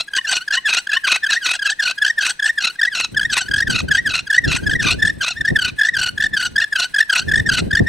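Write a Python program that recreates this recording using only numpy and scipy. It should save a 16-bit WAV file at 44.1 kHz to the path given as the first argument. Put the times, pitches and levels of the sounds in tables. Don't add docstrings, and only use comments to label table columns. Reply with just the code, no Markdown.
import sys
import numpy as np
from scipy import signal
from scipy.fft import rfft, irfft
from scipy.io import wavfile
from scipy.ndimage import uniform_filter1d

SR = 44100
rng = np.random.default_rng(int(sys.argv[2]) if len(sys.argv) > 2 else 0)


def bounce(signal):
    frames = np.transpose(np.atleast_2d(signal))
    limited = np.clip(frames, -1, 1)
    pcm = np.round(limited * 32767).astype(np.int16)
    wavfile.write(sys.argv[1], SR, pcm)


N = 347508
TIME = np.arange(N) / SR


def undb(db):
    return 10 ** (np.asarray(db) / 20)


def unit(x):
    return x / np.sqrt(np.mean(x ** 2))


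def walk(rate):
    gain = np.exp(-(np.fft.rfftfreq(N, 1 / SR) / rate) ** 2)
    return unit(irfft(rfft(rng.standard_normal(N)) * gain, N))


def flutter(db, rate):
    return undb(db * np.tanh(walk(rate)))


def noise(spectrum):
    hz, db = np.transpose(spectrum)
    frequencies = np.fft.rfftfreq(N, 1 / SR) + 1
    gain = undb(np.interp(np.log(frequencies), np.log(hz), db))
    return unit(irfft(rfft(rng.standard_normal(N)) * gain, N))


def swell(u, lean=.12):
    return 1 / (1 + (u * (1 - lean * np.tanh(u))) ** 4)


def around(centre, length):
    near = slice(*np.searchsorted(TIME, [centre - 3 * length, centre + 3 * length]))
    return near, 2 * (TIME[near] - centre) / length


# [f/Hz, width/Hz, relative level/dB]
WOOD_MODES = [(270, 295, 5), (670, 1600, -21.5), (984, 200, 6), (1460, 59, -27), (1973, 255, 16),
              (2505, 158, 15), (3303, 100, 4.5), (3854, 590, 8), (5440, 100, -13), (5920, 1110, 4),
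              (8116, 550, 12.5), (9760, 230, 8)]


def ring(force):
    modes_sum = 0
    for hz, width, db in WOOD_MODES:
        mode = signal.lfilter(*signal.iirpeak(hz, hz / width, fs=SR), force)
        modes_sum = modes_sum + undb(db) * mode * flutter(5, 50)
    return modes_sum / np.sqrt(uniform_filter1d(modes_sum ** 2, size=160))


# [f/Hz, relative level per Hz/dB]
AIR_SPECTRUM = [(25, 2), (220, -2), (600, -10), (4000, -8.5), (15000, -60.5)]


def still_air(mid_db=-54, side_db=-66):
    mid = undb(mid_db) * noise(AIR_SPECTRUM)
    side = undb(side_db) * noise(AIR_SPECTRUM)
    return mid + side * np.array([[1], [-1]])


LOW_HZ, SINK_S, SQUEAL_FADE_DB = 1467, .03, 12.5
SQUEAL_DUTY, SQUEAL_MERGE = 0.37, 0.27
HEAVY_SLIDE = -.022
# [first catch t/s, time to the last catch t/s, number of later catches,
# first catch nominal level/dB, its nominal f/Hz, its length t/s, low squeal level before its fade/dB,
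# delay to the hardest grinding t/s, one spindle turn t/s, grinding level/dB, its growth per turn/dB]
HEAVY_STROKES = [(-.1, .125, 4, -14, 1720, .018, -35, 0.071, 0.036, -14, 0),
                 (0.254, .165, 4, -13.5, 1715, 0.013, -13.5, 0.072, 0.04, -15, 1),
                 (.666, .138, 6, -13.5, 1700, 0.027, -19.5, 0.069, 0.043, -12.5, -1),
                 (1.049, .126, 5, -14.5, 1602, 0.02, -14, 0.069, .037, -11, -1),
                 (1.426, .113, 4, -22.5, 1537, .027, -16, 0.078, 0.042, -12.5, -4),
                 (1.802, .112, 4, -9, 1750, 0.016, -12, 0.069, .035, -15, -1.5),
                 (2.188, .122, 5, -8.5, 1699, .015, -12.5, .073, 0.039, -15, -1),
                 (2.585, .119, 5, -11, 1717, 0.015, -17, 0.063, .03, -14, 0),
                 (2.929, .123, 5, -18, 1614, 0.03, -21, 0.075, 0.041, -13, -1),
                 (3.305, 0.16, 6, -13, 1670, 0.017, -19, 0.071, 0.041, -14.5, -3),
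                 (3.677, .107, 4, -12, 1680, 0.014, -11, 0.079, 0.04, -14.5, 1),
                 (4.068, .128, 5, -10, 1714, 0.025, -19, 0.08, 0.039, -14, 0),
                 (4.449, .14, 5, -11, 1789, 0.021, -19, 0.073, 0.036, -15, 1.5),
                 (4.803, .141, 6, -12.5, 1773, 0.02, -15, 0.072, .042, -11.5, 1.5),
                 (5.216, 0.081, 5, -14.5, 1530, 0.015, -18.5, .06, 0.037, -14.5, -5),
                 (5.564, .12, 4, -8.5, 1759, 0.014, -9, 0.09, 0.032, -18, 1.5),
                 (5.947, .142, 6, -13.5, 1730, 0.023, -9, 0.085, 0.036, -17.5, -1.5),
                 (6.343, .121, 4, -11, 1770, 0.021, -8.5, 0.078, 0.039, -21, 2),
                 (6.73, .125, 4, -9, 1737, .011, -8.5, .072, .034, -16.5, 1),
                 (7.102, .12, 4, -11, 1627, 0.014, -10.5, 0.058, 0.03, -14, 4.5),
                 (7.468, .11, 4, -12, 1781, 0.016, -6, 0.075, 0.044, -20, 3.5),
                 (7.878, .12, 4, -9, 1835, 0.023, -19, .075, 0.046, -18.5, 5.5)]


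def heavy_catches(start, length, count, first_db, hz, first_length, squeal_db, *_):
    count = round(count)
    way = np.arange(1, count + 1) / count
    times = start + length * way
    levels = squeal_db - SQUEAL_FADE_DB * way
    pitches = LOW_HZ + (hz - LOW_HZ) * np.exp(-length * way / SINK_S)
    lengths = (SQUEAL_DUTY + SQUEAL_MERGE * way) * length / count
    later = np.column_stack([times, levels, pitches, lengths, HEAVY_SLIDE * (1 - way)])
    return np.vstack([(start, first_db, hz, first_length, HEAVY_SLIDE), later])


CATCH_SCATTER_DB, CATCH_DETUNE = 2.1, 0.00811


def bowing():
    light = [light_catches(*row) for row in LIGHT_STROKES]
    heavy = [heavy_catches(*row) for row in HEAVY_STROKES]
    rows = np.vstack(light + heavy + [turning_chirps()])
    centre, db, hz, length, slide = rows[np.argsort(rows[:, 0])].T
    louder, higher = rng.standard_normal((len(rows), 2)).T
    levels = db + CATCH_SCATTER_DB * louder
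    pitches = hz * (1 + CATCH_DETUNE * higher)
    return np.column_stack([centre, levels, pitches, length, slide])


USUAL_HZ = 1700
OVERTONES_DB = [-12.5, -15.5, -25.5, -35, -42, -104]


def squeaks(catches, load, arch=0.01952, waver=0.019, bite_db=44, max_bite_db=12, scrape_db=-25):
    tone, loudness = np.zeros(N), np.zeros(N)
    wobble = 1 + waver * walk(193)
    colour = np.array([undb(db) * flutter(5, 70) for db in OVERTONES_DB])
    phase_lags = rng.standard_normal(len(catches))
    for (centre, db, hz, length, slide), lag in zip(catches, phase_lags):
        near, u = around(centre, length)
        if not len(u):
            continue
        shape = swell(u)
        bend = arch * np.minimum(np.abs(u), 2) ** 2 + load[near] - slide * np.clip(u, -2, 2)
        mean_bend = np.average(bend, weights=shape ** 2)
        pitch = hz * wobble[near] * np.exp(mean_bend - bend)
        phase = 2 * np.pi * np.cumsum(pitch) / SR
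        bite = np.minimum(bite_db * np.log2(USUAL_HZ / pitch), max_bite_db)
        grip = shape * undb(bite)
        overtones = sum(c[near] * np.sin(k * (phase + lag * k)) for k, c in enumerate(colour, 2))
        tone[near] += undb(db) * shape * (np.sin(phase) + grip * overtones)
        loudness[near] += undb(db) * shape * grip
    tremble = flutter(1.5, 130)
    scrape = undb(scrape_db) * loudness * ring(rng.standard_normal(N))
    return tone * tremble + scrape


def rubbing(catches, sing_db=-42, scrape_db=-53):
    centres, _, pitches, *_ = np.transpose(catches)
    hz = np.interp(TIME, centres, pitches) * (1 + 0.017 * walk(49.9))
    touch = unit(flutter(8, 35))
    chirps = unit(np.maximum(np.tanh(walk(24) - 1), 0))
    singing = undb(sing_db) * chirps * np.sin(2 * np.pi * np.cumsum(hz) / SR)
    scraping = undb(scrape_db) * touch * ring(rng.standard_normal(N))
    return singing + scraping


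SCUFF_AT, SCUFF_LENGTH = .68, 0.44
SURGE_DUTY, SURGE_BEFORE_DB, SURGE_AFTER_DB = .74, -4.5, -2


def grinding():
    events = [(start + SCUFF_AT * length, db, SCUFF_LENGTH * length)
              for start, length, *_, db in LIGHT_STROKES]
    surges_db = (SURGE_BEFORE_DB, 0, SURGE_AFTER_DB)
    for start, *_, delay, turn, db, growth_db in HEAVY_STROKES:
        for k, surge_db in enumerate(surges_db, -1):
            level = db + k * growth_db + surge_db
            events.append((start + delay + k * turn, level, SURGE_DUTY * turn))
    return events


def tip_pressure():
    pressure = np.zeros(N)
    for centre, db, length in grinding():
        near, u = around(centre, length)
        pressure[near] += undb(db) * swell(u) * np.exp(-(u / 2) ** 4)
    return pressure


def rasp(pressure, load, slip_hz=1620, sag=.5, skip_db=-11, level_db=-1.5):
    throb = flutter(4.5, 110)
    disorder = pressure * throb * flutter(6, 30)
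    hz = slip_hz * np.exp(-sag * load + .06 * walk(50) + .33 * disorder * walk(900))
    cycles = np.cumsum(hz) / SR
    slips = 0
    for k in range(1, len(OVERTONES_DB)):
        slips = slips + np.cos(2 * np.pi * k * cycles + k ** 2) / np.sqrt(max(k - 2, 1))
    slips = slips * (1 + 2 * undb(skip_db) * walk(68) * np.cos(np.pi * cycles))
    dust = rng.standard_normal(N) * flutter(5, 1200)
    force = unit(slips) + disorder * dust
    body = signal.sosfilt(signal.butter(2, 10500, fs=SR, output="sos"), ring(force))
    return undb(level_db) * pressure * unit(body * throb)


# [centre t/s, nominal level/dB, nominal f/Hz, length t/s]
CHIRPS = [(0.085, -24, 1632, 0.01), (.215, -20, 1830, 0.0056), (2.76, -33, 1620, 0.0078),
          (3.149, -21, 1600, .007), (5.377, -24.5, 1793, 0.028)]


def turning_chirps():
    return np.array([(*chirp, 0) for chirp in CHIRPS])


LIGHT_DUTY = .46
MID_SAG, SHORT_SAG, SHORT_DB = 0.035, 0.17, -6
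LIGHT_SLIDE = 0.0247
# [first catch t/s, time to the last catch t/s, number of catches, speeding up,
# crowding in mid-stroke, shortening of every other catch (below 0: lengthening), nominal level/dB,
# first catch nominal level/dB, its length t/s, nominal f/Hz, pitch rise as a share, grinding level/dB]
LIGHT_STROKES = [(.138, 0.05, 4, 0.13, -0.27, 0.15, -12, -9, 0.006, 1728, 0.1, -16),
                 (0.483, 0.094, 5, -0.14, .45, 0.25, -11.5, -13.5, 0.0083, 1765, .12, -14.5),
                 (.873, 0.1, 6, 0.19, 0.18, 0.4, -13, -15.5, 0.0053, 1777, 0.052, -17),
                 (1.241, 0.13, 5, -0.18, -0.038, 0.41, -10, -11.5, 0.019, 1777, 0.048, -15.5),
                 (1.596, 0.13, 5, .04, -0.16, 0.11, -12.5, -18.5, 0.0082, 1709, 0.053, -17),
                 (1.985, 0.12, 6, 0.48, 0.42, .3, -7, -20.5, 0.014, 1771, .07, -24),
                 (2.399, 0.1, 5, -.15, .51, -0.019, -8, -13.5, 0.0092, 1766, .07, -21.5),
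                 (2.797, 0.083, 5, -0.16, 0.17, 0.44, -8, -16.5, 0.013, 1848, 0.038, -31.5),
                 (3.175, 0.081, 5, 0.031, .2, 0.52, -9, -10.5, 0.016, 1784, 0.096, -34),
                 (3.488, 0.14, 7, 0.2, 0.092, 0.4, -8.5, -17, 0.0076, 1768, 0.1, -28),
                 (3.888, 0.1, 4, -.08, -.05, 0.48, -8.5, -21.5, .01, 1755, 0.09, -20.5),
                 (4.275, .11, 6, 0.38, 0.27, 0.32, -7, -21, 0.013, 1793, .12, -24),
                 (4.639, 0.12, 6, .3, 0.22, 0.56, -8.5, -24, 0.022, 1819, 0.094, -32),
                 (4.999, .102, 5, .18, 0.065, -0.16, -9, -22.5, 0.019, 1758, 0.0033, -28),
                 (5.413, 0.093, 4, .5, .1, -0.3, -12.5, -11, 0.009, 1782, 0.094, -33.5),
                 (5.795, 0.096, 6, 0.095, 0.1, 0.25, -8, -10, 0.018, 1813, 0.047, -25.5),
                 (6.181, 0.085, 5, 0.11, 0.26, -0.27, -8.5, -15, 0.0086, 1725, 0.041, -24.5),
                 (6.564, 0.08, 5, 0.00064, 0.07, -.4, -7.5, -10, 0.01, 1690, 0.03, -24.5),
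                 (6.947, 0.082, 5, -0.012, -0.066, -0.31, -8.5, -13.5, 0.012, 1706, .065, -21.5),
                 (7.291, 0.11, 6, 0.19, 0.18, -0.28, -9.5, -15, 0.021, 1730, 0.082, -29),
                 (7.713, 0.082, 5, 0.031, -0.017, -0.34, -8.5, -10.5, 0.0098, 1737, 0.058, -27.5)]


def light_catches(start, length, count, speeding, crowd, uneven, db, first_db, first_length, hz, rise, _):
    order = np.arange(round(count))
    way = order / order[-1]
    crowding = crowd * np.sin(2 * np.pi * way) / (2 * np.pi)
    times = start + length * (way + speeding * way * (1 - way) + crowding)
    short = uneven * (order[::-1] % 2)
    pitch = hz * np.exp(rise * (way - .5) - MID_SAG * np.sin(np.pi * way) - SHORT_SAG * short)
    lengths = LIGHT_DUTY * np.gradient(times) * (1 - short + uneven / 2)
    levels = np.where(order, db + SHORT_DB * short, first_db)
    lengths = np.where(order, lengths, first_length)
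    return np.column_stack([times, levels, pitch, lengths, LIGHT_SLIDE * (way - .5)])


# [centre t/s, level/dB, length t/s]
WHISTLES = [(0.188, -13.5, 0.012), (0.58, -15, 0.017), (0.97, -12.5, 0.013)]


def whistles(whistle_hz=2960, under_hz=1060, under_db=-13, waver=0.015):
    strength = np.zeros(N)
    for centre, db, length in WHISTLES:
        near, u = around(centre, length)
        strength[near] += undb(db) * swell(u)
    clock = 2 * np.pi * np.cumsum(1 + waver * walk(155)) / SR
    return strength * (np.sin(whistle_hz * clock) + undb(under_db) * np.sin(under_hz * clock))


GUST_RISE_S, GUST_FALL_S = 0.13, 0.22
# [start of full strength t/s, its length t/s, relative level/dB]
GUSTS = [(2.897, 4.2, -52.5), (3.13, 0.14, -34.5), (3.5, 0.67, -33.5), (3.72, 0.21, -33.5),
         (4.457, 0.64, -25), (5.39, 0.28, -33), (5.977, 0.24, -35), (6.3, 0.22, -38.5), (7.273, 0.85, -25)]
# [centre t/s, relative level/dB]
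BUFFETS = [(3.692, -25), (3.84, -21.5), (4.481, -18), (4.858, -21), (5.52, -14.5), (7.28, -24),
           (7.622, -22), (7.676, -25), (7.81, -10.5)]
# [f/Hz, relative level per Hz/dB]
WIND_SHARED = [(20, -6), (60, 0), (145, -1), (300, -11), (700, -27), (2000, -62)]
# [f/Hz, relative level per Hz/dB]
WIND_OPPOSED = [(20, -24), (130, 0), (290, -2), (600, -16), (2000, -54)]


def wind(shared_db=-4, opposed_db=-3, buffet_s=0.025):
    eddies = unit(flutter(6, 35))
    gusts = np.zeros(N)
    for start, length, db in GUSTS:
        corners = [-GUST_RISE_S, 0, length, length + GUST_FALL_S]
        gusts += undb(db) * np.interp(TIME - start, corners, [0, 1, 1, 0]) ** 2
    strength = eddies * gusts
    for centre, db in BUFFETS:
        near, u = around(centre, buffet_s)
        strength[near] += undb(db) * swell(u)
    shared = undb(shared_db) * noise(WIND_SHARED)
    opposed = undb(opposed_db) * noise(WIND_OPPOSED)
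    ports = strength * np.array([shared + opposed, shared - opposed])
    band = signal.butter(2, (32, 2000), "bandpass", fs=SR, output="sos")
    return signal.sosfilt(band, ports)


def clearing(x, near_db=-23, near_t60=0.37, far_db=-35, far_t60=1.0):
    t = TIME[:SR // 2]
    fade = 0
    for db, t60 in ((near_db, near_t60), (far_db, far_t60)):
        decay = np.exp(-np.log(1000) * t / t60)
        fade = fade + undb(db) * decay / np.linalg.norm(decay)
    return np.array([signal.fftconvolve(x, fade * rng.standard_normal(len(t)))[:N] for _ in range(2)])


def scene(pan_db=0.42):
    catches, pressure = bowing(), tip_pressure()
    load = np.sqrt(np.abs(uniform_filter1d(pressure, size=4000)))
    drill = squeaks(catches, load) + rasp(pressure, load) + whistles() + rubbing(catches)
    panned = drill * undb([[pan_db], [-pan_db]])
    return panned + clearing(drill) + wind() + still_air()


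def record(dry):
    rounded = dry / (1 + (dry / .9) ** 6) ** (1 / 6)
    low_pass = signal.ellip(10, .1, 80, 15750, fs=SR, output="sos")
    return signal.sosfilt(low_pass, rounded)


dry = scene()
out = record(dry)
bounce(out)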